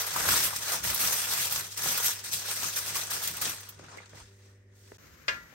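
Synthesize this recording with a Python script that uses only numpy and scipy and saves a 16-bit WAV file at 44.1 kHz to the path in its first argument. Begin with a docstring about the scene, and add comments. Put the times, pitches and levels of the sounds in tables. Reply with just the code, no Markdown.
"""In a hard-walled kitchen, hands press and crimp aluminium foil over a baking tray, close to a phone.
Tiny creases ring bits of the sheet; big ones snap, loose patches pop and the tray thuds and booms.
A fridge hums, small knocks are heard, and a faint treble hiss comes once the hands have left.
After a cut the phone faces an open oven: filtered noise makes its rumble, hiss and rushes of air.
A piece of metal clanks on the left, as a set of dying notes over a noisy crack."""
import sys
import numpy as np
from scipy import signal
from scipy.fft import rfft, irfft, next_fast_len
from scipy.io import wavfile
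from scipy.ndimage import uniform_filter1d

SR = 44100
rng = np.random.default_rng(int(sys.argv[2]) if len(sys.argv) > 2 else 0)


def inscribe(sig):
    """Save sig as 16-bit PCM at rate SR to the path in sys.argv[1].

    A 1-D sig is mono; a 2-D sig holds one channel per row.
    Samples are clipped to [-1, 1] before scaling.
    """
    pcm = np.round(np.clip(np.atleast_2d(sig).T, -1, 1) * 32767)
    wavfile.write(sys.argv[1], SR, pcm.astype(np.int16))


N = 244314


def amp(db):
    """Turns decibels into a gain."""
    return 10 ** (np.asarray(db) / 20)


def evened(x):
    """Scales a sound to an average (rms) level of 1."""
    return x / np.sqrt(np.mean(x ** 2) + 1e-20)


def read(points, hz):
    """Reads a (pitch, value) table, with pitch spaced by ratio as the ear hears it."""
    f, value = np.transpose(points)
    return np.interp(np.log(hz + 1), np.log(f + 1), value)


def columns(rows, t):
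    """Reads every column after the first at the places t in the first column."""
    s, *rest = np.transpose(rows)
    return [np.interp(t, s, c) for c in rest]


def add(mix, s, sound):
    """Mixes a two-channel sound in at s seconds."""
    part = mix[:, round(s * SR):][:, :sound.shape[1]]
    part += sound[:, :part.shape[1]]


def coloured(x, gain_db):
    """Filters a whole sound; gain_db gives the gain in dB at each pitch in Hz."""
    size = next_fast_len(x.shape[-1] + 4096)
    gain = amp(gain_db(np.fft.rfftfreq(size, 1 / SR)))
    return irfft(rfft(x, size) * gain, size)[..., :x.shape[-1]]


def noise(length=N):
    """Two separate channels of plain noise."""
    return rng.standard_normal((2, length))


def wander(per_s):
    """A slow random drift of rms 1: noise whose changes faster than per_s are weakened."""
    drift = coloured(rng.standard_normal(N), lambda hz: -20 * np.log10(1 + (hz / per_s) ** 2))
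    return evened(drift)


def sides(pan_db):
    """Left and right gains; a positive pan_db makes the left louder."""
    return amp([[pan_db / 2], [-pan_db / 2]])


# Each squeeze of the fingers: start_s, rise_s, hold_s, crinkle_db,
# rattle_db (slack sheet, below about 2 kHz), treble_db (extra, above about 9 kHz)
SQUEEZES = [(-0.036, 0.01, 0.034, -32.5, -2, 2), (0.046, 0.022, 0.052, -38.5, -3.5, -2),
            (0.109, 0.066, 0.091, -34, 0.5, 0), (0.248, 0.025, 0.01, -33.5, -2.5, 4),
            (0.277, 0.013, 0.046, -27.5, -5.5, -3), (0.33, 0.033, 0.067, -30.5, -6, -1),
            (0.434, 0.009, 0.013, -32.5, -3.5, 2.5), (0.543, 0.019, 0.002, -38.5, -8, 1),
            (0.599, 0.13, 0.0088, -32.5, -3.5, -1), (0.832, 0.0095, 0.075, -33.5, -3, 1),
            (0.936, 0.004, 0.096, -39, -9, 1.5), (0.976, 0.039, 0.092, -30.5, -5, 1),
            (1.119, 0.012, 0.111, -32.5, -5.5, .3), (1.265, 0.044, 0.076, -32.5, -5.5, -1),
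            (1.373, 0.029, 0.061, -32.5, -7, -0.8), (1.494, 0.026, 0.086, -34, -7, 0),
            (1.698, 0.024, 0.002, -43.5, -15, -0.5), (1.766, 0.0073, 0.15, -37.5, -8, 0),
            (1.818, 0.027, 0.12, -32, -6, -1), (1.95, 0.011, 0.046, -35, -4.5, -0.5),
            (2.018, 0.036, 0.015, -28.5, -10.5, 0.5), (2.233, 0.012, 0.062, -42, -7.5, 3),
            (2.32, 0.012, 0.0048, -32.5, -11.5, 0.7), (2.37, 0.006, 0.034, -44.5, -4, .3),
            (2.43, 0.067, 0.176, -35.5, -7, -1.5), (2.601, 0.03, 0.11, -38, -6.5, 0),
            (2.757, 0.007, 0.014, -32, -9, .3), (2.828, 0.048, 0.002, -36.5, -4, -1.5),
            (2.927, 0.035, 0.065, -35, -6, .3), (3.098, 0.017, 0.054, -34.5, -6.5, -0.7),
            (3.198, 0.027, 0.072, -37, -7.5, 1.7), (3.337, 0.042, 0.012, -44.5, 0, .3),
            (3.411, 0.012, 0.087, -35, -6, -0.5), (3.576, 0.026, 0.1, -52.5, -3.5, 8),
            (3.812, 0.12, 0.052, -55.5, 6, -4), (4.125, 0.054, 0.026, -52, -3.5, -1)]
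# Faint rustle under and after the squeezes: time_s, level_db, rattle_db
SETTLING = [(0.0, -54, 4), (3.5, -51, -5), (3.76, -63.5, 2), (4.04, -65.5, 9), (4.29, -70, -3.5),
            (4.47, -65, -3), (4.65, -83, 7), (4.84, -64, -4.5), (4.97, -64.5, -5)]
# Harder squeezes fold finer creases: crinkle_db, treble_db (above about 9 kHz)
THIN_CREASES = [(-70, -16), (-54.5, -17), (-44, -6), (-34.5, -0.5), (-25, 3)]
RISE_DB, SAG_DB_PER_S, RELEASE_DB_PER_S = 9, 22.5, 144  # climb from start to top, sag while held, fall after


def fingers(t):
    """Crinkle, rattle and treble in dB: each squeeze rises, sags while held and lets go; powers add."""
    start, rise, hold, top_db, rattle_db, treble_db = np.transpose(SQUEEZES)[:, :, None]
    after = t - start - rise  # seconds since the top of the squeeze
    rising = -RISE_DB * after / rise
    falling = SAG_DB_PER_S * np.minimum(after, hold) + RELEASE_DB_PER_S * np.maximum(after - hold, 0)
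    each = amp(top_db - np.where(after < 0, rising, falling)) ** 2

    rest_db, rest_rattle_db = columns(SETTLING, t)
    rest = amp(rest_db) ** 2
    power = each.sum(0) + rest
    level_db = 10 * np.log10(power)
    # the loudest squeeze has the most say in the colour
    rattle = ((each * rattle_db).sum(0) + rest * rest_rattle_db) / power
    treble = columns(THIN_CREASES, level_db)[0] + (each * treble_db).sum(0) / power
    return level_db, rattle, treble


# Basic colour of the foil: pitch_hz, level_db (per Hz)
FOIL = [(150, -27.5), (300, -3), (600, 9.5), (800, 7), (1250, 11.5), (1800, 8.5), (2500, 6.5), (4000, 6),
        (6200, 7.5)]
# The top of that colour: pitch_hz, level_db (relative to the last FOIL level)
FOIL_TOP = [(7200, -2), (8500, -1), (10500, -4), (11600, -1), (13300, -5), (14700, -4), (16500, -5)]


def foil_db(hz, rattle_db, thin_db):
    """Colour of the foil: slack sheet changes the low end, fine creases the top."""
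    low = 1 / (1 + (hz / 2300) ** 4)
    high = 1 / (1 + (9500 / (hz + 1)) ** 8)
    top = [(f, FOIL[-1][1] + db) for f, db in FOIL_TOP]
    return read(FOIL + top, hz) + low * rattle_db + high * thin_db


CREASES_PER_S, CREASE_SPREAD_DB, CREASE_T60_S = 3500, 3.0, 0.079  # T60: time to die by 60 dB
FACETS = 24


def crinkle():
    """Thousands of tiny creases, a few of them large, each shaking its own facet of the sheet."""
    clumps = amp(1.5 * wander(40))  # creases set each other off
    happens = rng.random(N) < clumps * CREASES_PER_S / SR
    size = amp(CREASE_SPREAD_DB * np.minimum(rng.exponential(1, N), 5)) * happens
    facet = rng.integers(0, FACETS, N)
    t = np.arange(2048) / SR
    fading = amp(-60 * t / 0.0038) + amp(-0.5 - 60 * t / CREASE_T60_S)  # a tick, then a longer ring
    sheet = np.zeros((2, N))
    for k, facet_hz in enumerate(np.linspace(700, 15500, num=FACETS)):
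        # small facets ring high
        shake = coloured(noise(2048) * fading, lambda hz: 11.96 / (1 + ((hz - facet_hz) / 450) ** 2))
        sheet += signal.oaconvolve((size * (facet == k))[None], shake, axes=1)[:, :N]

    # shape level and colour over time, following the fingers
    hz, s, z = signal.stft(evened(sheet), SR, nperseg=256, noverlap=192)
    level_db, rattle_db, thin_db = fingers(s)
    patches = uniform_filter1d(rng.standard_normal(z.shape[1:]), size=5, axis=0)
    patches = evened(uniform_filter1d(patches, size=30, axis=1))  # slow unevenness in the colour
    z = z * amp(level_db + foil_db(hz[:, None], rattle_db, thin_db) + 1.36 * patches)
    return signal.istft(z, SR, nperseg=256, noverlap=192)[1][:, :N] * sides(1.0)


# Weight coming down on the tray: middle_s, half_length_s, thud_db (counter), boom_db (tray)
PRESSES = [(0.185, 0.069, -54, -52), (0.304, 0.076, -42.5, -44.5), (0.438, 0.061, -50, -51),
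           (0.558, 0.051, -63, -60), (0.754, 0.038, -63, -53), (0.89, 0.08, -48.5, -48),
           (1.068, 0.064, -59, -50.5), (1.33, 0.1, -69, -64), (1.56, 0.11, -64, -59),
           (1.88, 0.055, -61, -48), (2.08, 0.075, -61, -65), (2.355, 0.1, -65, -65), (2.645, .05, -63, -51),
           (2.815, 0.036, -60, -71), (2.95, 0.078, -70, -55.5), (3.127, 0.067, -65, -58.5),
           (3.314, .05, -57, -53), (3.464, 0.09, -61, -50.5), (3.826, 0.085, -66, -55),
           (3.967, 0.049, -67.5, -59), (4.162, 0.054, -67, -57.5), (4.22, 0.046, -53.5, -70),
           (4.94, 0.039, -61, -64)]
# Booming notes of the tray: pitch_hz, half_width_hz, level_db
TRAY = [(156.7, 28, 0.5), (295, 170, -8)]
PRESS_EDGE_DB = -14  # fall from the middle of a press to its ends
THUD_REST_DB, BOOM_UNDER_CRINKLE_DB = -69, -23.5  # between presses the boom follows the fingers


def tray():
    """Pressing thuds through the counter and sets the tray booming: low noise swells with each press."""
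    t = np.arange(0, N / SR, .002)
    middle, half, thud_db, boom_db = np.transpose(PRESSES)[:, :, None]
    bump_db = PRESS_EDGE_DB * ((t - middle) / half) ** 2
    thud_gain = amp(thud_db + bump_db).sum(0) + amp(THUD_REST_DB)
    boom_gain = amp(boom_db + bump_db).sum(0) + amp(fingers(t)[0] + BOOM_UNDER_CRINKLE_DB)

    thud = coloured(noise(), lambda hz: -20 * np.log10(1 + ((hz - 78) / 38) ** 4))
    boom = np.zeros((2, N))
    for f, width, db in TRAY:
        boom += amp(db) * coloured(noise(), lambda hz: -15 * np.log10(1 + ((hz - f) / width) ** 2))
    now = np.arange(N) / SR
    return np.interp(now, t, thud_gain) * evened(thud) + np.interp(now, t, boom_gain) * evened(boom)


# Colour of the quiet room, read only from 135 Hz up: pitch_hz, level_db (per Hz)
KITCHEN = [(18, -57), (30, -27), (64, -30), (80, -4), (101, 5), (132, -28), (311, -33.5), (395, -20.5),
           (424, -30), (1300, -55), (1820, -31), (2420, -43), (9000, -78), (11700, -74.5), (19800, -120)]
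KITCHEN_DB = -66  # average level of the room noise
# Steady notes of the fridge: pitch_hz, level_db (rms)
HUM = [(100, -57), (196.5, -76), (245.5, -78.5), (295, -82.5), (392.8, -73), (441.5, -90), (491.2, -77),
       (539, -87.5), (589.5, -81)]


def kitchen():
    """Quiet room noise, and the fridge's hum as pure tones that waver slightly in level."""
    t = np.arange(N) / SR
    # flat below 135 Hz, and 40 dB weaker below 120 Hz
    air = coloured(noise(), lambda hz: read(KITCHEN, np.maximum(hz, 135)) - 40 * (hz < 120))
    hum = np.zeros(N)
    for hz, db in HUM:
        level = np.sqrt(2) * amp(db + 0.94 * wander(13))
        hum += level * np.sin(2 * np.pi * (hz * t + rng.random()))
    return amp(KITCHEN_DB + 1.3 * wander(6)) * evened(air) + hum


# Creases that buckle at once: start_s, peak_db, thin_treble_db, pan_db (left minus right)
SNAPS = [(0.0665, -20, 12, -3), (0.2877, -17, 2, 13), (0.3418, -15, -3, 4), (0.437, -17, 10, -6),
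         (0.5615, -20, 1, -2), (0.719, -24, -1, 11), (0.842, -31, 13, -0.5), (0.9, -15.5, 2, 0),
         (0.9454, -18.5, 15, -13), (1.0097, -18, 7, -1), (1.0279, -15, 7, 1), (1.1286, -16.5, 6.5, 2.5),
         (1.2947, -20, 7, 3), (1.335, -15, 5, 1), (1.4541, -19, 8, 4), (1.5234, -18, 8, -6),
         (1.5592, -20.5, -13, 1.5), (1.677, -38, 6, 0.3), (1.7208, -32, -9, 0), (1.7749, -20.5, 1, 5),
         (1.833, -29, 3, 6.5), (1.9177, -17, 10.5, -1), (1.9754, -15.5, 6, -6), (2.054, -16, 3, -8),
         (2.19, -28, 4, 7), (2.2403, -28, 8, -4), (2.3262, -22, 9, -2.5), (2.5117, -17, 6, 6),
         (2.5593, -24, 12, 2), (2.631, -23, -3, 9), (2.7623, -28, 5, 2), (2.784, -20.5, 1, 0.3),
         (2.887, -23, 9, 6), (2.955, -17, 7, 2), (3.0109, -32, -1, 5), (3.0674, -31, -2, 0),
         (3.1056, -20, 9, 3), (3.2361, -20, 7, -1), (3.274, -15.5, 5, 0), (3.337, -30, 3, -3),
         (3.3676, -23, 6, 2.5), (3.414, -19.5, 7, -4), (3.454, -19, -17, 0), (3.606, -36, 11, -3),
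         (3.6895, -30.5, 15, -6), (3.7908, -47, -12, 8), (3.8382, -45, -9, 3), (3.9719, -42, -10, 3),
         (4.0577, -45.5, -20, 4), (4.0936, -44, -11, 0.3), (4.154, -45, -5, 1)]
SNAP_T60_S, SNAP_RATTLE_DB = 0.075, -10.5


def snaps():
    """Each buckle is a sudden burst of foil-coloured noise that dies away."""
    out, t = np.zeros((2, N)), np.arange(6000) / SR
    for s, db, thin_db, pan_db in SNAPS:
        burst = coloured(noise(6000), lambda hz: foil_db(hz, SNAP_RATTLE_DB, thin_db))
        burst *= amp(-60 * t / SNAP_T60_S) * np.minimum(t / 0.00037, 1)
        add(out, s, amp(db) * sides(pan_db) * burst / abs(burst).max())
    return out


# Slack sheet popping in and out: start_s, peak_db, pan_db (left minus right), pitch_hz, t60_s
POPS = [(0.161, -17.5, -1, 1140, 0.04), (0.174, -23.5, -3, 1250, 0.045), (0.288, -15.5, -4, 1180, 0.034),
        (0.32, -22, -3, 1470, 0.036), (0.338, -21.5, -4, 1250, 0.031), (0.374, -29, 5, 1270, 0.033),
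        (0.53, -29.5, 4, 1100, 0.05), (1.035, -30, 0, 1200, 0.041), (1.37, -38, 0, 1190, 0.05),
        (2.454, -32, 5, 1520, 0.055), (2.641, -31, 9, 1320, 0.048), (2.764, -30, 3, 1600, 0.092),
        (2.956, -29, -1, 1110, 0.086), (3.84, -46, 4, 1520, 0.04), (3.884, -44, 7, 1550, 0.04),
        (3.896, -42, 7, 1300, 0.036), (3.929, -41, 5, 1050, 0.059), (3.983, -37.5, -3, 2170, 0.061),
        (4.004, -47, -4, 877, 0.04), (4.018, -47, 1, 1540, 0.041)]


def pops():
    """A loose patch of foil flips over with a short, rough note: noise gathered round one pitch."""
    out, t = np.zeros((2, N)), np.arange(6000) / SR
    for s, db, pan_db, pitch_hz, t60 in POPS:
        note = coloured(noise(6000), lambda hz: -20 * np.log10(1 + ((hz - pitch_hz) / 170) ** 2))
        note *= amp(-60 * t / t60) * np.minimum(t / 0.00016, 1)
        add(out, s, amp(db) * sides(pan_db) * note / abs(note).max())
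    return out


def struck(modes, crack_db, crack_hz, crack_t60):
    """A blow: dying notes, in different phase on each side, over a noisy crack; peak 1."""
    t = np.arange(SR // 2) / SR
    rings = np.zeros((2, len(t)))
    for hz, db, t60 in modes:
        rings += amp(db - 60 * t / t60) * np.sin(2 * np.pi * (hz * t + rng.random((2, 1))))

    def crack_colour(hz):
        low_cut = 1 + (crack_hz / (2.4 * hz + 1)) ** 4
        high_cut = 1 + (hz / (1.72 * crack_hz)) ** 8
        return -10 * np.log10(low_cut * high_cut)

    crack = evened(coloured(noise(len(t)), crack_colour)) * amp(crack_db - 60 * t / crack_t60)
    blow = (rings + crack) * np.minimum(t / 0.0006, 1)
    return blow / abs(blow).max(axis=1, keepdims=True)


# How long the echo lasts: pitch_hz, t60_s
WALLS = [(250, 0.23), (1000, 0.36), (3000, 0.14), (8000, 0.068), (14000, 0.041)]


def walls(x):
    """What the hard walls return: a tail of noise, each band dying at its own speed."""
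    t = np.arange(SR // 2) / SR
    late = noise(len(t)) * (t > .004)
    hz, s, z = signal.stft(late, SR, nperseg=256)
    tail = signal.istft(z * amp(-60 * s / read(WALLS, hz)[:, None]), SR, nperseg=256)[1]
    return signal.fftconvolve(x.mean(0)[None], tail / np.linalg.norm(tail[0]), axes=1)[:, :N]


# Dull knocks: start_s, peak_db, pan_db (left minus right), pitch_factor
KNOCKS = [(0.287, -25, 4, 1.18), (0.719, -32, 1.0, 1.16), (1.039, -34, -5, 1.3), (1.859, -29.5, -8, 1.34),
          (2.63, -37, 10, 1.7), (3.467, -32.5, -5, 1.21), (3.7954, -36.5, -1, 0.92), (3.828, -44, 1, 1.2),
          (3.9735, -34.5, 3, 0.96), (4.133, -39, 2, 1.07), (4.149, -42.5, -8.5, 1.33),
          (4.919, -34.5, 1.5, 1.07), (5.527, -46, 7, 1.357)]
# Notes in a knock, before the pitch factor: pitch_hz, level_db, t60_s
KNOCKED = [(416, 2, 0.02), (576, -0.5, 0.034), (810, -7, 0.0069), (1120, -8, 0.014), (1600, -8, 0.0089)]


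def knocks():
    """Small knocks, a few quickly dying notes and a crack each, with their echo."""
    out = np.zeros((2, N))
    for s, db, pan_db, pitch in KNOCKS:
        modes = [(hz * pitch, level_db, t60) for hz, level_db, t60 in KNOCKED]
        add(out, s, amp(db) * sides(pan_db) * struck(modes, -3.0, 1200, .01))
    return out + walls(amp(-15.0) * out)


# A faint hiss that drops out for a moment: time_s, level_db
HISS_LEVEL = [(4.2, -90), (4.28, -72), (4.5, -72.5), (4.58, -82.5), (4.72, -88), (4.76, -65.5), (4.97, -63)]
# Colour of that hiss: pitch_hz, level_db (per Hz)
HISS = [(1500, -20), (3000, -5), (6500, 3.5), (9500, -3), (16000, -6.5)]


def hiss():
    """Smooth treble noise once the hands have left."""
    smooth = coloured(noise(), lambda hz: read(HISS, hz))
    return amp(columns(HISS_LEVEL, np.arange(N) / SR)) * evened(smooth)


# Colour of the oven's roar: pitch_hz, level_db (per Hz)
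OVEN = [(30, -2), (100, 4.5), (300, -5.5), (520, -8), (800, -20), (1250, -9.5), (1600, -9), (3500, -19),
        (5700, -16), (6500, -15), (7700, -22.5), (9000, -26.5), (10500, -26), (12000, -19), (12700, -17.5),
        (13400, -28), (15200, -20), (16500, -28)]
# Oven loudness: time_s, roar_db, left_rush_db, right_rush_db (the rush is near 1.8 kHz)
OVEN_LEVEL = [(4.98, -55, -79, -75), (5.05, -53.5, -79, -64), (5.16, -55, -65, -73),
              (5.25, -56.5, -56, -74), (5.3, -46.5, -78, -62), (5.42, -55.5, -67, -58),
              (5.54, -55.5, -54, -67)]


def oven():
    """Rumble and hiss from the open oven, and rushes of air that swell on one side or the other."""
    roar_db, *rush_db = columns(OVEN_LEVEL, np.arange(N) / SR)
    roar = coloured(noise(), lambda hz: read(OVEN, hz))
    rush = coloured(noise(), lambda hz: -15 * np.log10(1 + ((hz - 1800) / 600) ** 2))
    return evened(roar) * amp(roar_db + 0.87 * wander(30)) * sides(2.8) + evened(rush) * amp(rush_db)


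# The metal's blow and rebounds: start_s, peak_db, pan_db (left minus right)
CLANKS = [(5.2815, -15.5, 9.5), (5.2848, -15, 5), (5.291, -18.5, 4), (5.343, -35, 10)]
# Notes of the metal: pitch_hz, level_db, t60_s
CLANKED = [(562, -5.5, 0.06), (1022, -23, 0.27), (1354, -1.5, 0.05), (1393, -11.5, 0.27), (1642, -10, 0.14),
           (1620, -9, 0.18), (1730, -12, 0.23), (1949, -13.5, 0.48), (2095, -2.5, 0.11),
           (2270, -4.5, 0.083), (2456, -3, 0.097), (2773, 2, 0.06), (3160, -14, 0.07), (3930, -10, .04),
           (4250, -7, 0.036), (4970, -11, .05), (5420, -12, 0.055)]
CHATTER_DB = -29.5


def clank():
    """Metal rings at each rebound, loose parts chatter on as dying noise, and the walls answer."""
    out = np.zeros((2, N))
    for s, db, pan_db in CLANKS:
        add(out, s, amp(db) * sides(pan_db) * struck(CLANKED, 2.9, 2960, 0.023))
    add(out, CLANKS[0][0], amp(CHATTER_DB) * sides(3.0) * struck([], 0, 3300, 0.29))
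    return out + walls(amp(-8.5) * out)


# Short silence between the two scenes: start_s, end_s
CUT_S = (4.974, 4.982)


def scene():
    """The counter, the cut, the oven; knocks are heard on both sides of the cut."""
    t = np.arange(N) / SR
    first = np.clip((CUT_S[0] - t) / 0.004, 0, 1)
    second = np.clip((t - CUT_S[1]) / 0.0013, 0, 1)
    counter = crinkle() + tray() + kitchen() + snaps() + pops() + hiss()
    return first * counter + second * oven() + (first + second) * (knocks() + clank())


# How alike left and right are in the bass: pitch_hz, likeness (0 to 1)
BASS_SHARED = [(30, .98), (100, .97), (170, .94), (300, .66), (600, .3), (1500, .15), (2500, 0)]
# The same in the treble, where the left is upside down: pitch_hz, likeness (0 to 1)
TREBLE_SHARED = [(2500, 0.15), (4000, 0), (7000, 0), (8600, 0.42), (9300, 1), (9900, 1), (16000, 1)]
PORT_LAG_S = 2.88e-4  # the left treble comes this much later
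EDGE_HZ = 15900  # nearly nothing passes well above this pitch


def record(dry):
    """The phone's two ports agree in the bass; the left treble is a late, inverted copy of the right."""
    size = next_fast_len(N + 1024)
    hz = np.fft.rfftfreq(size, 1 / SR)
    left, right = rfft(dry, size)
    bass = np.clip(read(BASS_SHARED, hz), 0, 1)
    treble = np.clip(read(TREBLE_SHARED, hz), 0, 1)
    late = np.exp(-2j * np.pi * hz * PORT_LAG_S)
    shared = bass * amp(-0.5) - treble * late  # the right port is fuller in the bass
    own = np.sqrt(np.clip(1 - bass ** 2 - treble ** 2, 0, 1))
    left = own * left + shared * right
    low_cut = 1 / (1 + (42 / (hz + 1)) ** 6)
    pair = irfft(np.array([left, right]) * low_cut, size)[:, :N]
    high_cut = signal.firwin(511, EDGE_HZ, window=("kaiser", 9), fs=SR)
    return signal.oaconvolve(pair, high_cut[None], "same")


dry = scene()
out = record(dry)
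inscribe(out)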